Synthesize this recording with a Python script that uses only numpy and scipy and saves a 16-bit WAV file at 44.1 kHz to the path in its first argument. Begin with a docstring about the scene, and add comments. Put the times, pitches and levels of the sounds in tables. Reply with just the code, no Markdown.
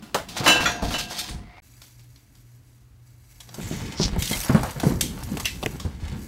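"""Indoors, under a high shelf: a cat jumps off and drags decorations down. They knock, crash and ring
while a garland swishes after them. After a short break, in a humming room, the cat leaps from a
decorated tree onto a picture frame, scrapes down the wall, drops through the branches and thuds away.
Ornaments click and clink; the hand-held microphone rumbles. Knocks are bands of decaying noise,
ringing bodies are sums of modes, rustles and scrapes are swells of tiny contacts."""
import sys
import numpy as np
from scipy import signal
from scipy.fft import rfft, irfft, next_fast_len
from scipy.io import wavfile
from scipy.ndimage import map_coordinates

SR = 44100
rng = np.random.default_rng(int(sys.argv[2]) if len(sys.argv) > 2 else 0)


def generate_wav(sig):
    """Save sig (samples, or channels by samples) to the path in sys.argv[1] as 16-bit PCM at SR."""
    pcm = np.round(np.clip(np.atleast_2d(sig).T, -1, 1) * 32767).astype(np.int16)
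    wavfile.write(sys.argv[1], SR, pcm)


N = 276767
BREAK_START_S, BREAK_END_S = 1.602, 1.621  # between the shelf scene and the tree scene


def amp(db):
    """Decibels to gain."""
    return 10 ** (np.asarray(db) / 20)


def unit(x):
    """x at rms 1."""
    return x / np.sqrt(np.mean(x ** 2) + 1e-20)


def clock():
    """Time of each sample in seconds."""
    return np.arange(N) / SR


def add(track, start_s, sound):
    """Mix a sound into the track."""
    start = max(round(start_s * SR), 0)
    track[start:start + len(sound)] += sound[:max(N - start, 0)]


def fade(t, t60_s):
    """Decay of 60 dB in t60_s."""
    return np.exp(-np.log(1000) * t / max(t60_s, 1e-3))


def swell(peak_s, level_db, rise_s, hold_s, t60_s):
    """Gain that climbs 60 dB in rise_s to its peak, holds, then decays."""
    t = clock()
    rise = fade(np.maximum(peak_s - t, 0), rise_s)
    fall = fade(np.maximum(t - peak_s - hold_s, 0), t60_s)
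    return amp(level_db) * rise * fall


def power_sum(gains):
    """Overlapping movements add in power."""
    return np.sqrt(sum(gain ** 2 for gain in gains))


def wobble(rate_hz):
    """Smooth random curve through rate_hz knots a second."""
    knots = rng.standard_normal(int(N * rate_hz / SR) + 4)
    return map_coordinates(knots, [np.arange(N) * rate_hz / SR])


def coloured(x, spectrum, low_hz=0, high_hz=np.inf):
    """x shaped by (freq_hz, gain_db) points and band-limited; rms 1."""
    hz = np.fft.rfftfreq(len(x), 1 / SR) + 1
    freq_hz, gain_db = np.transpose(spectrum)
    band = 1 / np.sqrt((1 + (low_hz / hz) ** 10) * (1 + (hz / high_hz) ** 10))
    shape = amp(np.interp(np.log(hz), np.log(freq_hz + 1), gain_db))
    return unit(irfft(rfft(x) * band * shape, len(x)))


def rippled(spectrum, ripple_db, step_hz):
    """Spectrum with the close peaks and dips of one object at one place in the room."""
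    hz = np.arange(10, SR / 2, max(step_hz, 10))
    freq_hz, gain_db = np.transpose(spectrum)
    smooth_db = np.interp(np.log(hz + 1), np.log(freq_hz + 1), gain_db)
    ripple = rng.standard_normal(4096)[:len(hz)]
    return np.column_stack([hz, smooth_db + ripple_db * ripple])


def noise(spectrum):
    """Steady coloured noise; rms 1."""
    return coloured(rng.standard_normal(N), spectrum)


def crackle(spectrum, rate_hz, spread_db, hiss):
    """Tiny random contacts of uneven size over smooth hiss; rms 1."""
    sizes = amp(spread_db * np.minimum(rng.exponential(size=N), 4))
    grains = (rng.random(N) < rate_hz / SR) * sizes * rng.standard_normal(N)
    return coloured(unit(grains) + hiss * rng.standard_normal(N), spectrum)


def scattered(x, t60_s, direct):
    """x blurred by nearby walls and branches; rms 1."""
    t = np.arange(SR // 6) / SR
    tail = fade(t, t60_s) * rng.standard_normal(len(t))
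    return unit(direct * x + signal.fftconvolve(x, tail / np.linalg.norm(tail))[:N])


def knock(spectrum, bands, t60_s, attack_s, room_db, room_t60_s, crack=0):
    """Dense, fast-dying modes as noise, with a room tail. Bands: low_hz, high_hz, level_db, t60_ratio."""
    t = np.arange(SR * 3 // 4) / SR
    onset = (1 - np.exp(-t / attack_s)) * (1 + crack * fade(t, 0.0028))
    room_tail = amp(room_db) * fade(t, room_t60_s)
    out = np.zeros(len(t))
    for low_hz, high_hz, level_db, t60_ratio in bands:
        envelope = amp(level_db) * onset * np.hypot(fade(t, t60_s * t60_ratio), room_tail)
        out += envelope * coloured(rng.standard_normal(len(t)), spectrum, low_hz, high_hz)
    return out


def struck(hits, modes, drift):
    """Each hit feeds energy into a body's modes; their phases wander by drift rad per root second."""
    first_s = hits[0][0]
    t = np.arange(SR * 2) / SR
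    tone, out = np.zeros(len(t)), np.zeros(N)
    ages = [(np.maximum(t + first_s - start_s, 0), db) for start_s, db in hits]
    for pitch_hz, mode_db, t60_s in modes:
        envelope = power_sum(amp(db + rng.normal(0, 1)) * fade(age, t60_s) * (1 - fade(age, 0.007))
                             for age, db in ages)
        wander = drift * np.cumsum(rng.standard_normal(len(t))) / np.sqrt(SR)
        tone += amp(mode_db) * envelope * np.sin(2 * np.pi * (pitch_hz * t + rng.random()) + wander)
    add(out, first_s, tone)
    return out


# Room air: freq_hz, gain_db
AIR_SPECTRUM = [(88, -43), (150, -13), (268, -4), (490, -20), (540, -19), (681, -19), (1600, -21.5),
                (2860, -26), (9730, -30.5), (15500, -32)]
# Household hum: peak_s, level_db, hold_s
HUM_SWELLS = [(1.96, -50.5, 0.14), (2.461, -50.5, 0.14), (3.02, -50, 0.12), (3.5, -50, .4)]


def room(air_db=-64.5, hum_hz=120.6, hum_rest_db=-57.5):
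    """Faint air throughout; a wavering hum in the room with the tree."""
    t = clock()
    swells = power_sum(swell(s, db, 0.48, hold_s, t60_s=0.39) for s, db, hold_s in HUM_SWELLS)
    tone = unit(amp(1.5 * wobble(12)) * np.sin(2 * np.pi * hum_hz * t + 0.35 * wobble(10)))
    hum = np.hypot(swells, amp(hum_rest_db)) * tone
    air = amp(air_db + 1.2 * wobble(4)) * noise(AIR_SPECTRUM)
    return air + hum * (t > BREAK_END_S)


# Deep rumble and the boom above it: freq_hz, gain_db
RUMBLE_SPECTRUM = [(25, -33.5), (42, 3.5), (103, -0.5), (130, -3), (170, -26), (290, -120)]
BOOM_SPECTRUM = [(65, -22.5), (110, -2.5), (200, 2), (279, -5), (317, -7.5), (500, -16.5), (650, -38),
                 (1100, -120)]
# Background movement: time_s, rumble_db, boom_db
MOVEMENT = [(0.0, -54.5, -54), (0.63, -42.5, -38), (1.22, -52, -49.5), (1.68, -56.5, -70.5),
            (3.34, -54.5, -70.5), (3.62, -65, -44.5), (3.78, -38, -39), (4.14, -47, -34.5),
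            (4.58, -45, -61), (4.93, -37, -37), (6.12, -41.5, -49.5), (6.28, -48, -39)]
# Jolts of the hand: peak_s, rumble_db, boom_db
JOLTS = [(.66, -35, -41), (1.39, -42, -44), (5.029, -33, -28), (5.322, -35, -27.5), (6.122, -32, -31)]


def handling(shudder_lag_s=0.062):
    """Rumble and boom from movement, floor shudder after each of LANDINGS, and microphone jolts."""
    shudder = power_sum(swell(s + shudder_lag_s, db, rise_s=0.088, hold_s=0, t60_s=0.22)
                        for s, *_, db in LANDINGS)
    time_s, *curves_db = np.transpose(MOVEMENT)
    rumble_bed, boom_bed = (amp(np.interp(clock(), time_s, db, left=-120, right=-120))
                            for db in curves_db)
    rumbles, booms = [rumble_bed, shudder], [boom_bed, amp(-9) * shudder]
    for peak_s, rumble_db, boom_db in JOLTS:
        jolt = swell(peak_s, 0, rise_s=0.043, hold_s=0, t60_s=0.53)
        rumbles.append(amp(rumble_db) * jolt)
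        booms.append(amp(boom_db) * jolt)
    rumble = power_sum(rumbles) * amp(1.6 * wobble(14)) * noise(RUMBLE_SPECTRUM)
    boom = power_sum(booms) * amp(2 * wobble(13)) * noise(BOOM_SPECTRUM)
    return rumble + boom


def squeak(peak_s=1.58, pitch_hz=2220, climb_hz_per_s=1700):
    """Thin, unsteady friction tone that rises as the last fallen thing slides."""
    hz = pitch_hz + climb_hz_per_s * (clock() - peak_s) + 150 * wobble(620)
    tone = unit(np.sin(2 * np.pi * np.cumsum(hz) / SR))
    return swell(peak_s, level_db=-53.5, rise_s=1.1, hold_s=BREAK_START_S - peak_s, t60_s=0.023) * tone


# Sliding and scuffing friction: freq_hz, gain_db
SCUFF_SPECTRUM = [(210, -31.5), (350, 2), (378, -9), (660, -3.5), (942, -4), (1290, -7), (1420, -7),
                  (2320, -13), (5000, -18), (6500, -49.5), (11000, -120)]
# Fallen things moving: peak_s, level_db, hold_s
SLIDES = [(0.453, -26.5, 0.12), (0.81, -51, 0.14), (1.118, -44, 0.1), (1.546, -56, 0.042)]


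def slides(rest_db=-58):
    """Fallen things slide and roll with a gritty noise until the break."""
    motion = power_sum(swell(s, db, 0.34, hold_s, t60_s=1) for s, db, hold_s in SLIDES)
    colour = rippled(SCUFF_SPECTRUM, ripple_db=3.5, step_hz=25.04)
    grit = crackle(colour, rate_hz=900, spread_db=1, hiss=0.64)
    return np.hypot(motion, amp(rest_db)) * grit * (clock() < BREAK_START_S)


# Cat scrambling: peak_s, level_db, rise_s, hold_s, t60_s
SCRAMBLES = [(3.68, -44.5, 0.62, 0.47, 0.9), (4.495, -35, 0.78, 0.093, 1.2), (5.32, -44, 3.5, 0.08, 0.2),
             (5.657, -50, 1.8, 0.26, 0.42), (6.053, -46.5, 0.32, 0.035, 1.9)]


def scuffs():
    """The cat scuffs unevenly on its way down and away."""
    effort = power_sum(swell(*row) for row in SCRAMBLES) * amp(2.1 * wobble(35))
    colour = rippled(SCUFF_SPECTRUM, ripple_db=2.5, step_hz=29.8)
    return effort * crackle(colour, rate_hz=900, spread_db=6, hiss=1)


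# Wood rubbing, broad grit and narrow rasp: freq_hz, gain_db
RUB_SPECTRUM = [(1000, -39), (1700, -1), (2050, -8), (2740, -4.5), (3290, -2), (3630, -5), (4260, -5),
                (7350, -7), (8320, -12), (14000, -24)]
RASP_SPECTRUM = [(1500, -26), (1900, -9.5), (2100, -6), (2300, -9.5), (2900, -34)]
# Rubs: peak_s, level_db, rise_s, hold_s
RUBS = [(3.615, -45.5, 0.072, .08), (3.747, -43, 0.3, .13), (3.897, -47, 0.36, 0.24),
        (6.079, -48, 0.73, 0.049)]


def wood_rubs():
    """Wood rasps on a hard surface: first the swinging frame, later something lighter."""
    grit = scattered(crackle(RUB_SPECTRUM, rate_hz=600, spread_db=3.5, hiss=0.5), t60_s=0.08, direct=0.6)
    rasp = amp(1.5 * wobble(45)) * (grit + 0.55 * noise(RASP_SPECTRUM))
    pressure = power_sum(swell(*row, t60_s=0.31) for row in RUBS)
    return pressure * rasp


def frame_hiss(peak_s=3.61, pitch_hz=7850, sag_hz_per_s=9400):
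    """Narrow rubbing hiss that sinks in pitch as the swinging frame slows."""
    hz = pitch_hz - sag_hz_per_s * np.clip(clock() - peak_s, 0, 1)
    band = unit(wobble(2000) * np.sin(2 * np.pi * np.cumsum(hz) / SR))
    return swell(peak_s, level_db=-47.5, rise_s=0.043, hold_s=0.18, t60_s=0.31) * band


def twig_ticks(rate_hz, spread_db, t60_s):
    """Twigs and hooks flick ornaments at random, each ringing at six pitches of its own; rms 1."""
    t = np.arange(SR // 12) / SR
    out = np.zeros(N)
    for when, size, *pitch_draws in rng.random((int(rate_hz * N / SR), 8)):
        hz = 2000 * 7 ** np.array(pitch_draws)  # 2 to 14 kHz
        ring = np.sqrt(hz / hz.sum()) @ np.sin(2 * np.pi * hz[:, None] * t)
        envelope = amp(spread_db * size ** 3) * fade(t, t60_s)
        add(out, when * N / SR, envelope * (ring + 0.41 * rng.standard_normal(len(t))))
    return unit(out)


# Needles brushing: freq_hz, gain_db
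NEEDLE_SPECTRUM = [(1180, -9.5), (2000, -3.5), (3610, -7), (4550, -4), (5050, -2.5), (6750, -1.5),
                   (10400, -7), (11300, -5), (15500, -7.5)]
# Cat shaking the tree: peak_s, level_db, rise_s, hold_s
SHAKES = [(1.628, -58.5, .05, .17), (1.837, -53.5, 0.198, .02), (2.003, -62.5, 0.62, 0.21),
          (2.377, -63, 0.55, 0.15), (2.661, -65, .2, 0.08), (3.07, -60.5, .15, 0.0082),
          (3.317, -57, 0.88, 0.24), (3.606, -47.5, 0.59, 0.14), (4.193, -37, 0.042, 0.035),
          (4.272, -35.5, 0.11, 0.088), (4.4, -37.5, 0.34, 0.046), (4.663, -47.5, 0.9, 0.11),
          (4.85, -42, .15, .03), (5.261, -48, 1.6, .48), (6.207, -50.5, 0.36, .08)]


def tree(rest_db=-75.5, twig_knee_db=-40):
    """Needles brush in flurries until the branches settle; harder shakes bring out ticking twigs."""
    shaking = power_sum(swell(*row, t60_s=0.7) for row in SHAKES)
    sway = np.hypot(shaking, amp(rest_db)) * (clock() > BREAK_END_S)
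    flurry = amp(1.2 * wobble(50))
    contacts = crackle(NEEDLE_SPECTRUM, rate_hz=1500, spread_db=2.5, hiss=0.7)
    needles = scattered(contacts, t60_s=0.06, direct=0.7)
    twigs = coloured(twig_ticks(rate_hz=130, spread_db=10, t60_s=0.028), NEEDLE_SPECTRUM)
    vigour = np.sqrt(sway / (sway + amp(twig_knee_db)))
    return sway * flurry * (0.9 * needles + 1.2 * vigour * twigs)


# Tinsel: freq_hz, gain_db
TINSEL_SPECTRUM = [(710, -33.5), (1200, -14.5), (1500, -17.5), (1620, -3.5), (3140, 0.5), (4430, 3.5),
                   (10500, -11.5), (13300, -14), (15500, -19)]
# Tugs on the garland: peak_s, level_db, hold_s
TUGS = [(0.298, -44.5, 0.048), (0.369, -30, 0.012), (0.454, -27.5, 0.08), (0.609, -28.5, 0.014),
        (0.695, -37, 0.027), (0.83, -38.5, 0.11), (0.925, -34, .012), (0.991, -30.5, 0.018),
        (1.104, -36.5, 0.058), (1.179, -31.5, .012), (1.244, -38.5, 0.049)]


def garland(rest_db=-67.5):
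    """Tinsel slips off the shelf in jerks and swishes at each tug."""
    colour = rippled(TINSEL_SPECTRUM, ripple_db=2.5, step_hz=70)
    tugs = power_sum(swell(s, db, 0.058, hold_s, t60_s=0.28) for s, db, hold_s in TUGS)
    pull = np.hypot(tugs, amp(rest_db)) * amp(1.4 * wobble(89))
    return pull * crackle(colour, rate_hz=1100, spread_db=0, hiss=1) * (clock() < BREAK_START_S)


# Claws on the wall: freq_hz, gain_db
CLAW_SPECTRUM = [(2000, -21), (3000, -10), (4200, -4.5), (5500, 0.5), (6300, -7), (7200, -14), (8500, -22),
                 (12000, -35)]
# Claw strokes: peak_s, level_db, hold_s
RAKES = [(3.983, -34.5, .03), (4.024, -27, .012), (4.044, -25.5, 0.013)]


def claws():
    """Claws catch the wall, then rake down it."""
    scratch = crackle(CLAW_SPECTRUM, rate_hz=1200, spread_db=2.5, hiss=0.5)
    strokes = power_sum(swell(s, db, 0.114, hold_s, t60_s=0.11) for s, db, hold_s in RAKES)
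    return strokes * amp(1.2 * wobble(110)) * scratch


# Hard contact: freq_hz, gain_db
TAP_SPECTRUM = [(150, 5.5), (600, 7), (1500, -8.5), (4200, -9.5), (7500, -15), (15000, -21.5)]
# Close taps: start_s, level_db, base_t60_s, bright_db, resonance_hz
TAPS = [(4.162, -27.5, 0.011, -4, 1800), (4.547, -19.5, 0.025, -7, 1980), (5.371, -25, .012, -0.5, 2500),
        (5.628, -24, 0.03, -5.5, 3950), (5.634, -24.5, 0.02, 0, 3970), (5.6606, -20, 0.012, 5, 2850)]


def taps():
    """Hard contacts so near that the room hardly answers: knock, broad resonance and tick."""
    out = np.zeros(N)
    for start_s, db, t60_s, bright_db, hz in TAPS:
        bands = [(0, 1400, db, 2.4), (hz / 1.5, hz * 1.02, db + bright_db, 1.3),
                 (5000, SR, db + bright_db - 6, 0.9)]
        colour = rippled(TAP_SPECTRUM, ripple_db=3, step_hz=200)
        add(out, start_s, knock(colour, bands, t60_s, attack_s=0.00025, room_db=-32, room_t60_s=0.5))
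    return out


# Light ornament shell: freq_hz, gain_db
SHELL_SPECTRUM = [(240, -35), (400, -5), (1380, -3), (2710, -9.5), (3300, -4), (4840, -6.5), (8030, -10),
                  (10600, -15), (14100, -16), (15500, -25)]
# Shell contacts: start_s, level_db, body_db, sparkle_db, base_t60_s
CLICKS = [(.439, -36.5, -15.5, 3, .035), (.982, -27.5, -4, -4, 0.096), (1.107, -32.5, -2, -6.5, 0.094),
          (1.187, -26.5, -12, -1.5, .09), (1.8174, -35, -9, -5, 0.021), (1.994, -42, -11, -17.5, 0.014),
          (2.159, -44.5, -15, -18, 0.029), (2.3507, -47, -9, -6, 0.023), (3.403, -36, -10.5, -4, 0.049),
          (3.489, -38.5, -3, -14, 0.03), (3.5415, -35.5, -5, -0.5, 0.048), (4.2218, -13, -28, -5.5, 0.0154),
          (4.255, -23, -22, -1.5, 0.027), (4.274, -23.5, -22, -6, 0.045), (4.3714, -30.5, -10, 8.5, 0.017),
          (4.401, -31.5, -14, 5.5, 0.019), (4.6315, -28, 11.5, 3.5, 0.023),
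          (4.7062, -37.5, -26, 4.5, 0.043), (4.7987, -22.5, -1.5, -5, 0.027),
          (5.009, -10.5, -17, -1.5, 0.026), (5.233, -37.5, -22, 5, 0.033), (5.37, -32, -9, 0.5, 0.04),
          (5.3983, -26, -1.5, 1, 0.034), (5.4543, -13.5, -22, -6, 0.023), (5.7983, -24, -7.5, -9.5, 0.022)]


def clicks():
    """Light ornaments bounce, and twigs snap against them."""
    out = np.zeros(N)
    for start_s, db, body_db, sparkle_db, t60_s in CLICKS:
        bands = [(398, 1700, db + body_db, 1.3), (2160, 7040, db, 1.1), (6440, SR, db + sparkle_db, 1.3)]
        colour = rippled(SHELL_SPECTRUM, ripple_db=3, step_hz=120)
        click = knock(colour, bands, t60_s, attack_s=0.0019, room_db=-17, room_t60_s=0.33, crack=0.76)
        add(out, start_s, click)
    return out


# Hits on two baubles: start_s, level_db
BAUBLE_HITS = [(4.2, -30), (4.313, -28), (4.33, -19)]
THIN_BAUBLE_HITS = [(5.447, -22), (5.456, -13.5), (5.476, -28.5)]
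# Their modes: pitch_hz, level_db, t60_s
BAUBLE_MODES = [(2130, -3.5, 0.1), (3200, -3, 0.077), (3936, -10, 0.11), (4300, -3.5, 0.039)]
THIN_BAUBLE_MODES = [(2020, -17, 0.21), (2620, -16, 0.28), (2773, -1, 0.054), (3220, -20.5, 0.23),
                     (5420, -22.5, 0.18)]


def baubles():
    """A hollow bauble rings on the tree; a thinner one clinks later."""
    return struck(BAUBLE_HITS, BAUBLE_MODES, drift=13) + struck(THIN_BAUBLE_HITS, THIN_BAUBLE_MODES, drift=26)


# Hits on falling ornaments: start_s, level_db
METAL_HITS = [(.463, -21.5), (.478, -17), (.497, -15.5), (.562, -31.5), (.939, -29.5)]
TRINKET_HITS = [(.657, -21.5)]
BEAD_HITS = [(1.182, -34.5), (1.194, -30.5)]
# Their modes: pitch_hz, level_db, t60_s
METAL_MODES = [(490, -15, .8), (682, -15, .5), (715, -19.5, 2.2), (1602, -8, .8), (2680, -7.5, .65),
               (2714, -2, .48), (2962, 2.5, .3), (3004, -12, .36), (3968, -2.5, .27), (5459, -12.5, .22),
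               (5733, -13, .22), (6024, -15, .2), (6255, -7.5, .18), (7092, -11, .23), (7275, -10, .23),
               (8963, -12.5, .17), (10298, -17.5, .15)]
TRINKET_MODES = [(1335, 1.5, .14), (1425, 4.5, .14), (1690, -4.5, .33), (1890, -1, .22), (2030, -4, .18),
                 (2433, -1, .21), (3354, 2.5, .15), (3530, -8.5, .3), (4091, -4, .24), (4603, -12, .22),
                 (5798, -5.5, .34), (6460, -13.5, .48), (6923, -11.5, .3), (7280, -9, .14),
                 (11500, -21, .26)]
BEAD_MODES = [(3694, -3, .16), (4390, 1, .17), (5258, -3, .15), (8650, -6, .12), (9350, -9, .12),
              (11600, -12, .12)]


def falling_ornaments():
    """A metal ornament tumbles and rings, a smaller trinket lands, beads jingle."""
    metal = struck(METAL_HITS, METAL_MODES, drift=7.8)
    trinket = struck(TRINKET_HITS, TRINKET_MODES, drift=16)
    beads = struck(BEAD_HITS, BEAD_MODES, drift=30)
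    return (metal + trinket + beads) * (clock() < BREAK_START_S)


# Paws on the picture frame, a weight on the floorboards: start_s, level_db
FRAME_HITS = [(3.583, -31.5), (3.712, -25.5), (3.998, -19.5), (4.163, -30.5)]
FLOOR_HITS = [(.824, -26.5)]
# Their modes: pitch_hz, level_db, t60_s
FRAME_MODES = [(157.5, -1, 0.32), (194.6, -1.5, 0.31), (361, 1, 0.095), (518, -13, 0.072), (623, -6, 0.056)]
FLOOR_MODES = [(71, 3.5, 0.49), (153, -6, 1), (293, 2.5, 0.35), (448, -4.5, 0.21), (664, -0.5, 0.389),
               (870, -2, .22)]


def boards():
    """Frame and floorboards ring under the heavier blows."""
    return struck(FRAME_HITS, FRAME_MODES, drift=8) + struck(FLOOR_HITS, FLOOR_MODES, drift=20)


# Deep thumps: start_s, level_db, pitch_hz, t60_s
THUMPS = [(1.307, -29, 56, 0.42), (4.126, -16.5, 47.6, 0.15), (4.183, -8, 76, 0.064),
          (4.834, -2.5, 215.5, 0.035), (4.866, -4.5, 186, 0.057), (5.853, -15, 84.4, 0.12),
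          (6.03, -17, 75.6, 0.13)]


def thumps(rise_s=0.022):
    """Bounding and bumping: dull, low tones that die in a few cycles."""
    t = np.arange(SR // 2) / SR
    out = np.zeros(N)
    for start_s, level_db, pitch_hz, t60_s in THUMPS:
        envelope = amp(level_db) * fade(t, t60_s) * (1 - fade(t, rise_s))
        add(out, start_s, envelope * np.sin(2 * np.pi * pitch_hz * t))
    return out


# Wood under a soft blow: freq_hz, gain_db
WOOD_SPECTRUM = [(24, -38.5), (40, -14), (70, -17), (149, 0), (279, -7.5), (320, -12), (496, -13.5),
                 (570, -17.5), (926, -19.5), (2230, -32), (2620, -42.5), (10000, -36.5), (13000, -70.5),
                 (22000, -120)]
# Weight on frame, wall and floor: start_s, level_db, knock_db, scratch_db, base_t60_s, shudder_db
LANDINGS = [(.147, -32, 12.5, -19.5, 0.19, -42), (0.402, -24, -42, -33, 0.21, -36),
            (0.823, -30, -3, -8, 0.047, -30), (1.292, -28.5, -17, -4, 0.13, -31),
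            (3.583, -24.5, -21, -26, 0.025, -28), (3.711, -18, -37, -31, 0.038, -34),
            (3.997, -28.5, 5.5, -15, 0.029, -23), (4.162, -26.5, -7.5, -37, 0.15, -27.5),
            (4.311, -19.5, -2.5, -0.5, 0.073, -29), (4.495, -7.5, -9.5, -38, 0.061, -34),
            (4.546, -8.5, -5.5, -19, 0.064, -21), (4.639, -37.5, 9, -26, 0.16, -53),
            (4.76, -27.5, -11, -50, 0.2, -50), (4.832, -9, -12.5, -19, 0.097, -43),
            (4.866, -12, -14, -20.5, 0.087, -41), (4.904, -10.5, -12.5, -43, 0.014, -25),
            (5.663, -22.5, -15, -30, 0.066, -53), (5.742, -26.5, -26, -26, 0.082, -33),
            (5.849, -22, -16.5, -23, 0.11, -49), (6.022, -27.5, -23, -31, 0.033, -30)]


def thuds():
    """Soft, heavy landings on wood, with a knock and a scratch of claws on top."""
    out = np.zeros(N)
    for start_s, db, knock_db, scratch_db, t60_s, _ in LANDINGS:
        bands = [(0, 456, db, 1), (480, 3800, db + knock_db, 0.86), (2200, SR, db + scratch_db, 0.27)]
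        colour = rippled(WOOD_SPECTRUM, ripple_db=2.5, step_hz=35)
        add(out, start_s, knock(colour, bands, t60_s, attack_s=0.0021, room_db=-11, room_t60_s=0.32))
    return out


# Crashing decorations: freq_hz, gain_db
CRASH_SPECTRUM = [(35, -32.5), (60, -1.5), (305, 14.5), (403, -21.5), (521, -3), (810, -2), (1420, -5),
                  (2310, -6), (2980, -6.5), (3190, -10.5), (15500, -26.5)]
# Their impacts: start_s, level_db, bass_db, treble_db, base_t60_s
CRASHES = [(0.023, -49.5, 10.5, 0.5, 0.28), (0.1442, -20.5, -9.5, 0.5, 0.033),
           (0.286, -44, -17.5, 8, 0.068), (0.366, -28.5, -6.5, -9.5, 0.076),
           (0.461, -13.5, -13.5, -13.5, 0.15), (0.476, -14, -16.5, -2.5, 0.08),
           (0.491, -17.5, -1.5, -15, 0.057), (0.604, -22, 3, -17.5, 0.055),
           (0.655, -21.5, -16, -13.5, 0.024), (0.672, -25, -11.5, -15.5, 0.018),
           (0.822, -34, 11.5, -6, 0.03), (0.906, -30, 0.5, -6, 0.12), (0.943, -25.5, -15, -15, 0.086),
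           (1.12, -35, -31, -9.5, 0.034), (1.284, -41.5, 5, -5.5, 0.091), (1.358, -56, 6, -22, 0.061)]


def clatter():
    """Decorations strike shelf and floor across the room, each with its own colour."""
    out = np.zeros(N)
    for start_s, db, bass_db, treble_db, t60_s in CRASHES:
        bands = [(0, 290, db + bass_db, 0.51), (414, 2400, db, 1.4), (3150, SR, db + treble_db, 1.8)]
        colour = rippled(CRASH_SPECTRUM, ripple_db=3, step_hz=30)
        crash = knock(colour, bands, t60_s, attack_s=0.00064, room_db=-9.5, room_t60_s=0.27, crack=0.5)
        add(out, start_s, crash)
    return out


def scene():
    """All sources in one channel."""
    impacts = clatter() + thuds() + thumps() + boards() + clicks() + taps()
    ringing = falling_ornaments() + baubles()
    shelf_friction = garland() + slides() + squeak()
    tree_friction = tree() + wood_rubs() + claws() + scuffs() + frame_hiss()
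    return (impacts + ringing + shelf_friction + tree_friction + handling() + room())[None]


def record(dry, ceiling=0.62, top_hz=15750):
    """Soft-clipped peaks, silence between the two scenes, steep low-pass."""
    t = clock()
    rounded = dry / (1 + np.abs(dry / ceiling) ** 4) ** (1 / 4)
    gated = rounded * ((t < BREAK_START_S) | (t > BREAK_END_S))
    size = next_fast_len(N + SR // 2)
    passband = np.fft.rfftfreq(size, 1 / SR) < top_hz
    return irfft(rfft(gated, size) * passband, size)[:, :N]


dry = scene()
out = record(dry)
generate_wav(out)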